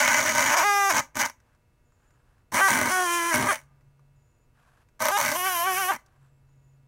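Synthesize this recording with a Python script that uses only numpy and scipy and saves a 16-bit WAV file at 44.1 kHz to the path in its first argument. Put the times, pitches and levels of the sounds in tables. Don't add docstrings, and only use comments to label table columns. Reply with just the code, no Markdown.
import sys
import numpy as np
from scipy import signal
from scipy.fft import rfft, irfft
from scipy.io import wavfile
from scipy.ndimage import uniform_filter1d

SR = 44100
rng = np.random.default_rng(int(sys.argv[2]) if len(sys.argv) > 2 else 0)


def generate_wav(signal):
    frames = np.transpose(np.atleast_2d(signal))
    scaled = np.clip(frames, -1, 1) * 32767
    pcm = np.round(scaled).astype(np.int16)
    wavfile.write(sys.argv[1], SR, pcm)


N = 302967
T = np.arange(N) / SR


def amp(db):
    return 10 ** (np.asarray(db) / 20)


def rms_one(x):
    return x / np.sqrt(np.mean(x ** 2) + 1e-20)


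def in_time(rows):
    s, *columns = np.transpose(rows)
    return [np.interp(T, s, column) for column in columns]


def faded(start, end, in_s, out_s):
    return np.clip(np.minimum((T - start) / in_s, (end - T) / out_s), 0, 1)


def drift(hz):
    r = np.exp(-2 * np.pi * hz / SR)
    noise = rng.standard_normal(N + SR)
    settled = signal.lfilter([1], [1, -2 * r, r * r], noise)[SR:]
    return rms_one(settled)


def resonate(x, hz, width_hz):
    r = np.exp(-np.pi * width_hz / SR)
    zeros = np.array([1, 0, -1]) * (1 - r * r) / 2
    poles = [1, -2 * r * np.cos(2 * np.pi * hz / SR), r * r]
    return signal.lfilter(zeros, poles, x + 1e-18)


def body(x, modes, damping=1):
    return sum((-1) ** k * amp(db) * resonate(x, hz, width * damping)
               for k, (hz, width, db) in enumerate(modes))


def evened(x, window_s):
    size = int(window_s * SR)
    power = uniform_filter1d(uniform_filter1d(x * x, size), size)
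    return x / np.sqrt(power + 1e-14)


def echoes(x, t60, first_s):
    t = T[:SR // 2]
    pattern = rng.standard_normal(len(t)) * amp(-60 * t / t60) * (t > first_s)
    return signal.fftconvolve(x, pattern / np.sqrt(np.sum(pattern ** 2)))[:N]


# locked_from_s, locked_to_s, locking_s, slipping_s, looseness_left (0-1),
# then level shifts housing_and_cap_db, needle_db, collet_db, tip_db
BITES = [(0.514, 0.609, 0.029, 0.052, .45, -0.5, -3.5, 1, 0),
         (.65, 0.896, 0.042, 0.037, 0.02, -0.5, 3, 11.5, 5),
         (2.62, 2.673, 0.038, 0.022, .05, -1.5, 1, -1, 4),
         (2.926, 3.314, 0.044, 0.047, 0.09, -1.5, 1, -1.5, 1.5),
         (3.491, 3.51, .02, .025, .16, -3.5, 4.5, -7.5, 3),
         (5.125, 5.168, 0.041, 0.011, 0, -1.5, 0, 7.5, -9),
         (5.373, 5.906, .04, 0.045, 0.07, -1, 4.5, 11.5, 4)]
FREE_LOOSENESS = 0.96


def grip_of_flesh():
    loose, shift_db = np.full(N, FREE_LOOSENESS), 0
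    for start, end, lock, slip, left, *db in BITES:
        held = faded(start - lock, end + slip, lock, slip)
        loose = np.minimum(loose, 1 - held * (1 - np.clip(left, .005, 1)))
        shift_db = shift_db + np.outer(db, held)
    return loose, shift_db


# press_s, let_go_s, last_blow_s,
# then levels against the treble housing_db, cap_db, needle_db, collet_db, tip_db
PULLS = [(-.1, 0.999, 1.006, -3.5, -3, -11, -20.5, -13), (1.146, 1.261, 1.323, -2.5, -3, -9, -13, -12),
         (2.518, 3.535, 3.7, -3.5, -11, -4, -15, -10), (4.994, 5.946, 5.974, -3, -16.5, -7, -10.5, -9.5)]
KICK_DB, START_SPEED, SPIN_UP_S = -17.5, .3, .024
RUN_DOWN_DB_PER_S, COAST_S = 378, .05
STALL_DB = -5


def trigger():
    pulls = np.array(PULLS)
    pull = np.clip(np.searchsorted(pulls[:, 0], T) - 1, 0, None)
    press, let_go, last_blow, *balance_db = pulls[pull].T
    slow = np.clip(1 - (T - press) / SPIN_UP_S, 0, 1)
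    after = np.maximum(T - let_go, 0)
    stalled = T > last_blow
    speed = (1 - (1 - START_SPEED) * slow) * np.where(stalled, .001, np.exp(-after / COAST_S))
    stall_db = STALL_DB * uniform_filter1d(1. * stalled, size=400)
    gain = amp(KICK_DB * slow - RUN_DOWN_DB_PER_S * after + stall_db)
    grip = np.maximum(pull - 1, 0)
    return gain, speed, grip, balance_db


def clicks(s, size):
    at = s[:, None] * SR
    taps = np.floor(at) + np.arange(-8, 9)
    shape = np.sinc(taps - at) * np.cos(np.pi * (taps - at) / 20) ** 2
    places = np.clip(taps, 0, N).astype(int).ravel()
    return np.bincount(places, (size[:, None] * shape).ravel(), N + 1)[:N]


LOOSE_BLOWS_PER_S = 290
LOOSE_SCATTER_CYCLES, LOOSE_SPREAD_DB, SURGE_DB, PART_SPREAD_DB = 0.31, 4, 0.5, 1.5
WOBBLE = .004


def blows(loose, locked_rate, speed):
    free = np.clip(2 * loose - 1, 0, 1)
    full_rate = locked_rate + free * (LOOSE_BLOWS_PER_S - locked_rate)
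    rate = full_rate * speed * (1 + WOBBLE * drift(30))
    cycles = np.cumsum(rate) / SR
    due = np.arange(3000)
    chance = rng.standard_normal((3000, 9))
    slack = np.interp(due, cycles, loose)
    s = np.interp(due + LOOSE_SCATTER_CYCLES * slack ** 2 * chance[:, 0], cycles, T)
    surge = np.interp(s, T, drift(17))
    size_db = slack * (LOOSE_SPREAD_DB * chance[:, 1] + SURGE_DB * surge)
    size = amp(size_db) * (due < cycles[-1] - 2)
    hits = [clicks(s, size * amp(slack * PART_SPREAD_DB * own)) for own in chance.T[2:]]
    return hits, cycles


BENCH_T60_S, BENCH_DB = 0.028, -5
LOCKED_ECHO_DB = 5.5


def bench(x, loose):
    turn = 2.1 * drift(3.2)
    later, sooner = echoes(x, BENCH_T60_S, 0.003), echoes(x, BENCH_T60_S, 0.0011)
    near = np.cos(turn) * later + np.sin(turn) * sooner
    return x + amp(BENCH_DB + LOCKED_ECHO_DB * (0.5 - loose)) * near


# pitch_hz, level_db
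SONG = [
    [(400, -40.5), (800, -27), (1200, -27), (1600, -30), (2000, -33), (2400, -39), (2800, -46),
     (3200, -51.0), (3600, -46)],
    [(340, -33.5), (390, -41), (680, -49), (730, -31), (790, -33.0), (1030, -31.5), (1100, -32),
     (1180, -23.0), (1370, -38.5), (1460, -29), (1560, -20.5), (1710, -36.5), (1830, -37.5), (1960, -27),
     (2100, -42.5), (2400, -39), (2550, -55.5), (2750, -48), (3080, -41), (3300, -44.5), (3550, -54.5)],
    [(340, -44), (390, -43), (680, -39.5), (730, -40), (790, -26.5), (1030, -33.5), (1100, -39),
     (1180, -27), (1370, -52), (1460, -46.5), (1560, -24), (1710, -46), (1830, -44), (1960, -39),
     (2100, -44), (2400, -45), (2550, -46.5), (2750, -45.0), (3080, -40), (3300, -51.5), (3550, -45)],
]
FLUTTER_DB, FRAY_DB = 0.5, 1
FRAY_RADIANS = .5
OVERTONE_LEAD = 0.39


def locked_song(loose, locked_rate, bright_db, grip, cycles):
    fray = FRAY_RADIANS * loose * drift(150)
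    song = 0
    for k in range(1, 10):
        path_db = np.choose(grip, [np.interp(k * locked_rate, *np.transpose(path)) for path in SONG])
        tilt_db = bright_db * np.log2(k / 3)
        flutter_db = FLUTTER_DB * np.sqrt(k) * drift(25)
        fray_db = FRAY_DB * np.sqrt(k * loose) * drift(120)
        phase = 2 * np.pi * k * cycles + OVERTONE_LEAD * (k - 1) ** 2 + k * fray
        song = song + amp(path_db + tilt_db + flutter_db + fray_db) * np.sin(phase)
    return song


# pitch_hz, width_hz, level_db
PUMPKIN = [(432, 400, -26), (536, 88, -5.5), (608, 48, 2.5), (829, 71, 0), (969, 150, 2), (1254, 39, 1.5)]
BARREL = [(1519, 76, -0.5), (1980, 160, 0), (2030, 85, 3.5), (2237, 129, -5.5), (3020, 150, -14)]
HOUSING = [(3810, 840, -14.5), (4500, 180, -9), (5910, 490, -5.5)]
CAP = [(6400, 870, -1), (7020, 300, -2), (7450, 240, -20.5)]
NEEDLE = [(7970, 3200, -20.5), (8790, 2500, -14), (10060, 640, -15.5), (10900, 270, -27.5)]
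COLLET = [(11440, 450, -2), (12440, 340, 2), (13800, 560, -9.5)]
TIP = [(13400, 550, -26.5), (14600, 690, -23.5), (15646, 1200, -27.5)]
SHAKE = [(105, 110, -3), (130, 150, -8.5), (239.6, 33, -1.5)]
BITE_DAMPING = [1.6, 3.2, 1.8, 2.7, 1.9, 8.1, 5.4]
RASP_DB = [-35.5, -24, -5, -7.5, -6, -6, -3]
GRIND_DB = [-40, -25.5, -22, -24, -16.5, -23, -26]
LOCKED_RASP, LOCKED_GRIND = 0.035, 0.71
# time_s, pumpkin_db, barrel_db, treble_db
FORCE = [
    [(0.0, -22, -18.5, -19.5), (0.008, -26, -22.5, -28.5), (0.198, -27, -22.5, -28),
     (0.24, -31, -34.5, -30.5), (0.278, -28.5, -22, -28), (0.34, -32.5, -32, -33),
     (0.376, -23, -23.5, -27.5), (0.472, -29, -25.5, -29), (0.542, -20.5, -20.5, -28),
     (0.558, -26.5, -36, -38), (0.578, -20, -20, -24.5), (0.632, -26, -26, -33.5),
     (0.656, -23, -24.5, -34.5), (0.888, -24.5, -26.5, -34), (0.908, -25, -19, -25),
     (0.936, -29.5, -32, -35), (0.97, -25, -24, -26.5), (1.005, -25, -28.5, -31.5)],
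    [(1.177, -33.5, -33.5, -34.5), (1.201, -30.5, -28.5, -29), (1.221, -26.5, -23.5, -28.5),
     (1.241, -26.5, -26.5, -37.5), (1.26, -32, -33.5, -35)],
    [(2.543, -26.5, -32, -31.5), (2.559, -27.5, -26, -29.5), (2.617, -17.5, -21.5, -33),
     (2.709, -24, -24, -27), (2.715, -28.5, -24.5, -29), (2.883, -28.5, -29, -35),
     (2.917, -31.5, -27, -29.5), (2.969, -27, -21.5, -33.5), (3.081, -25.5, -34, -34),
     (3.147, -30, -45, -30.5), (3.201, -31, -33, -35), (3.321, -26, -27, -33.5), (3.335, -25.5, -22, -26.5),
     (3.407, -31, -31.5, -37.5), (3.411, -29, -29, -33.5), (3.461, -29, -34, -38), (3.499, -19, -24, -33),
     (3.545, -33, -30.5, -34)],
    [(5.019, -25.5, -30, -30.5), (5.091, -24.5, -29, -29.5), (5.109, -22, -36, -36),
     (5.123, -23.5, -46, -32.5), (5.159, -19, -44, -34.5), (5.167, -22, -32.5, -29),
     (5.281, -32.5, -26.5, -30.5), (5.415, -26, -42.5, -37), (5.459, -25.5, -17.5, -34.5),
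     (5.573, -22.5, -29, -35.5), (5.631, -16.5, -28, -36.5), (5.663, -15.5, -22, -40),
     (5.751, -35, -24, -34.5), (5.779, -45, -16, -34), (5.871, -24, -28, -36.5), (5.905, -19, -29, -39),
     (5.945, -36.5, -37.5, -42.5)],
]
# time_s, level_db
SHAKING = [
    [(0.0, -51), (0.026, -40.5), (0.496, -38.5), (0.57, -55.5), (0.618, -45.5), (0.698, -72), (0.878, -70),
     (0.922, -39), (1.005, -37.5)],
    [(1.177, -37), (1.26, -46.5)],
    [(2.543, -33), (2.667, -56), (2.715, -32.5), (2.875, -32.5), (2.975, -59.5), (3.301, -70.5),
     (3.345, -30), (3.441, -30), (3.545, -52)],
    [(5.019, -40.5), (5.105, -48), (5.149, -62.5), (5.243, -42), (5.333, -40), (5.405, -63.5),
     (5.841, -75.5), (5.889, -74), (5.945, -45)],
]
# time_s, rate_blows_per_s, pressure_db, brightness_db_per_octave
BEAT = [
    [(.5, 299, 3, -1), (.54, 293, -1, 2), (.568, 385, 0, -0.5), (.615, 298, 3.5, -1.5)],
    [(0.625, 344, 2.5, 1), (0.639, 390, 0.5, 2), (0.651, 407, 1, -1.5), (0.663, 411, 3, 0.5),
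     (0.895, 393, 0, -0.5), (0.913, 309, -1.5, -1.5), (0.93, 311, 2, 0.0)],
    [(2.6, 352.6, 1, 2), (2.616, 389.1, 0.5, 0.0), (2.674, 389.7, 0, -1), (2.69, 342.5, 1, 0.5)],
    [(2.895, 340, 1.5, -1), (2.907, 361, -1, 1.5), (2.931, 371, -1.5, 1), (2.995, 366, 1.5, -1),
     (3.035, 361, 0.5, -1), (3.075, 345, 0.0, 1.5), (3.175, 347, 1.5, 1.5), (3.203, 338, -1, 0.5),
     (3.301, 342, -1.5, 1), (3.337, 311, -4, -0.5), (3.35, 312, 0.5, 2.5)],
    [(3.485, 398, -0.5, -1), (3.505, 405, 0.5, 0.0), (3.525, 317, -1, 6)],
    [(5.108, 368.4, -2, -1.5), (5.13, 398.8, -2, -0.5), (5.17, 410.3, 5, 2)],
    [(5.355, 338, 2, 2), (5.375, 363, -1, 0.5), (5.409, 358, 2, 1), (5.471, 385, 1.5, 0.0),
     (5.565, 343, 0.5, 2), (5.619, 340, -2, 2), (5.675, 386, 1.5, -2.5), (5.749, 365, 4, 0.0),
     (5.797, 395, -5.5, -2), (5.843, 366, 4, 1.5), (5.873, 362, 1, -1), (5.903, 397, 0.5, 0.5),
     (5.909, 391, 2.5, -2.5), (5.923, 303, 1.5, 0.5), (5.93, 303, -1, 1)],
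]
COLLET_DB_PER_HZ, COLLET_BEAT_HZ = -0.1268, 365


def pick_gun():
    loose, shift_db = grip_of_flesh()
    running, speed, grip, balance_db = trigger()
    shake_db, = in_time(np.vstack(SHAKING))
    pumpkin_db, barrel_db, treble_db = in_time(np.vstack(FORCE))
    locked_rate, pressure_db, bright_db = in_time(np.vstack(BEAT))
    parts_db = np.array([pumpkin_db, barrel_db, *(treble_db + np.array(balance_db))])
    parts_db[2:] += shift_db[[0, 0, 1, 2, 3]]
    parts_db[5] += COLLET_DB_PER_HZ * (locked_rate - COLLET_BEAT_HZ) * (1 - loose)

    hits, cycles = blows(loose, locked_rate, speed)
    grind = rng.standard_normal(N)
    above_78_hz = signal.butter(5, 78, "high", fs=SR, output="sos")
    shake = signal.sosfilt(above_78_hz, grind * 0.012 + hits[0] * loose)
    out = amp(shake_db) * evened(body(shake, SHAKE), 0.017)

    ragged = loose ** 0.54
    for k, modes in enumerate([PUMPKIN, BARREL, HOUSING, CAP, NEEDLE, COLLET, TIP]):
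        wake = signal.lfilter([1], [1, -.97], np.abs(hits[k]))
        rasp = amp(RASP_DB[k]) * rng.standard_normal(N) * wake * (LOCKED_RASP + loose ** 2)
        push = hits[k] + rasp + amp(GRIND_DB[k]) * grind * (LOCKED_GRIND + loose)
        free_ring = body(push * np.sqrt(loose), modes)
        damped_ring = body(push * np.sqrt(1 - loose), modes, BITE_DAMPING[k])
        ring = evened(bench(free_ring + damped_ring, loose), 0.026)
        out += amp(parts_db[k]) * (ragged if k < 2 else 1) * ring

    song = locked_song(loose, locked_rate, bright_db, grip, cycles)
    biting = np.clip(1.5 - 2 * loose, 0, 1)
    return running * (out + np.sqrt(2) * biting * amp(pressure_db) * song)


SHOP_T60_S, SHOP_DB, WALL_CUT_HZ = 0.89, -33.5, 870


def workshop(x):
    dull = signal.butter(1, WALL_CUT_HZ, fs=SR, output="sos")
    return amp(SHOP_DB) * signal.sosfilt(dull, echoes(x, SHOP_T60_S, 0.0045))


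# frequency_hz, density_db
AIR = [(15, -21), (25, -5), (55, -9.5), (80, -12), (130, -8), (175, -22.5), (300, -24.5), (600, -30),
       (1200, -35.5), (2800, -44), (4000, -45), (8000, -46.5), (16000, -51.5)]
AIR_DB = -64


def still_air():
    hz = np.maximum(np.fft.rfftfreq(N, 1 / SR), 1)
    air_hz, air_db = np.transpose(AIR)
    colour = amp(np.interp(np.log(hz), np.log(air_hz), air_db))
    return amp(AIR_DB) * rms_one(irfft(rfft(rng.standard_normal(N)) * colour, N))


MAINS_DB = [-93.5, -85, -92.5, -85.5, -86, -91.5, -94, -85.5, -97.5, -89.5, -92.5, -89, -94, -92, -97.5,
            -93, -99, -91, -99, -99, -99, -88, -99, -98]
MAINS_HZ = 120


def mains_buzz():
    phases = rng.uniform(0, 2 * np.pi, len(MAINS_DB))
    lines = sum(amp(db) * np.sin(2 * np.pi * (k + 1) * MAINS_HZ * T + phases[k])
                for k, db in enumerate(MAINS_DB))
    return np.sqrt(2) * lines


# start_s, end_s, level_db
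RUSTLE = [(1.393, 1.596, -73), (1.93, 2.46, -74.5), (3.62, 3.88, -85), (4.53, 4.864, -67),
          (6.026, 6.325, -72)]
# pitch_hz, width_hz, level_db
RUSTLE_RING = [(684, 350, -2.5), (1110, 290, 3), (1490, 370, 4), (1700, 290, 3.5), (2490, 920, -10.5),
               (6398, 10200, -19), (12095, 3600, -19.5)]
RUSTLE_FADE_S = 0.055


def rustle():
    sliding = sum(amp(db) * faded(start, end, RUSTLE_FADE_S, RUSTLE_FADE_S) for start, end, db in RUSTLE)
    grains = rng.standard_normal(N) * amp(2.0 * drift(80) + 0.5 * drift(12))
    return sliding * rms_one(body(grains, RUSTLE_RING))


# start_s, end_s, pitch_hz, level_db (rms)
HUM = [(1.4, 2.45, 128.6, -87), (3.535, 4.288, 139.1, -62), (4.38, 5.0, 138, -76.5),
       (5.104, 5.905, 138, -60.5), (6.109, 7.1, 136, -60)]
HUM_FADE_S = 0.11


def low_hum():
    low = sum(amp(db) * faded(start, end, HUM_FADE_S, HUM_FADE_S) * np.sin(2 * np.pi * hz * T)
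              for start, end, hz, db in HUM)
    return np.sqrt(2) * amp(1.5 * drift(10.0)) * low


# start_s, peak_db, pitch_hz, edge_db (before scaling to the peak)
TICKS = [(1.402, -54, 1530, -16.5), (1.549, -62, 1004, -15), (1.921, -59, 1194, -23),
         (2.106, -58.5, 1540, -20), (2.149, -67, 1480, -15), (2.381, -60, 1350, -23),
         (3.809, -65, 1680, -16), (3.994, -56, 1080, -26), (4.887, -58, 1640, -14), (6.062, -53, 1390, -7),
         (6.489, -65, 1034, -19)]
TICK_T60_S = 0.034


def ticks():
    out = np.zeros(N)
    for s, db, hz, edge_db in TICKS:
        decay = (T >= s) * amp(-60 * np.maximum(T - s, 0) / TICK_T60_S)
        puff = rng.standard_normal(N) * decay
        ring = resonate(puff, hz, 0.28 * hz) + amp(edge_db) * resonate(puff, 5000, 2600)
        out += amp(db) * ring / np.abs(ring).max()
    return out


# start_s, end_s, pitch_hz, width_hz, level_db
TRILLS = [(1.83, 2.187, 7050, 150.4, -83.5), (1.899, 2.233, 7560, 120, -90), (4.142, 4.47, 7040, 152, -84),
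          (4.15, 4.47, 6740, 200, -89), (1.85, 2.18, 6600, 200, -91), (6.146, 6.402, 7640, 200, -87),
          (6.469, 6.783, 6990, 151, -83.5), (6.475, 6.755, 6560, 119.8, -93)]
TRILL_FADE_S = 0.027


def crickets():
    out = np.zeros(N)
    for start, end, hz, width, db in TRILLS:
        trill = resonate(resonate(rng.standard_normal(N), hz, width), hz, width)
        out += amp(db) * faded(start, end, TRILL_FADE_S, TRILL_FADE_S) * rms_one(trill)
    return out


def scene():
    gun = pick_gun()
    background = still_air() + mains_buzz() + low_hum() + crickets()
    mid = gun + workshop(gun) + background + rustle() + ticks()
    return np.array([mid, mid])


CUTOFF_HZ = 16100


def record(dry):
    return signal.sosfilt(signal.cheby2(24, 60, CUTOFF_HZ, fs=SR, output="sos"), dry)


dry = scene()
out = record(dry)
generate_wav(out)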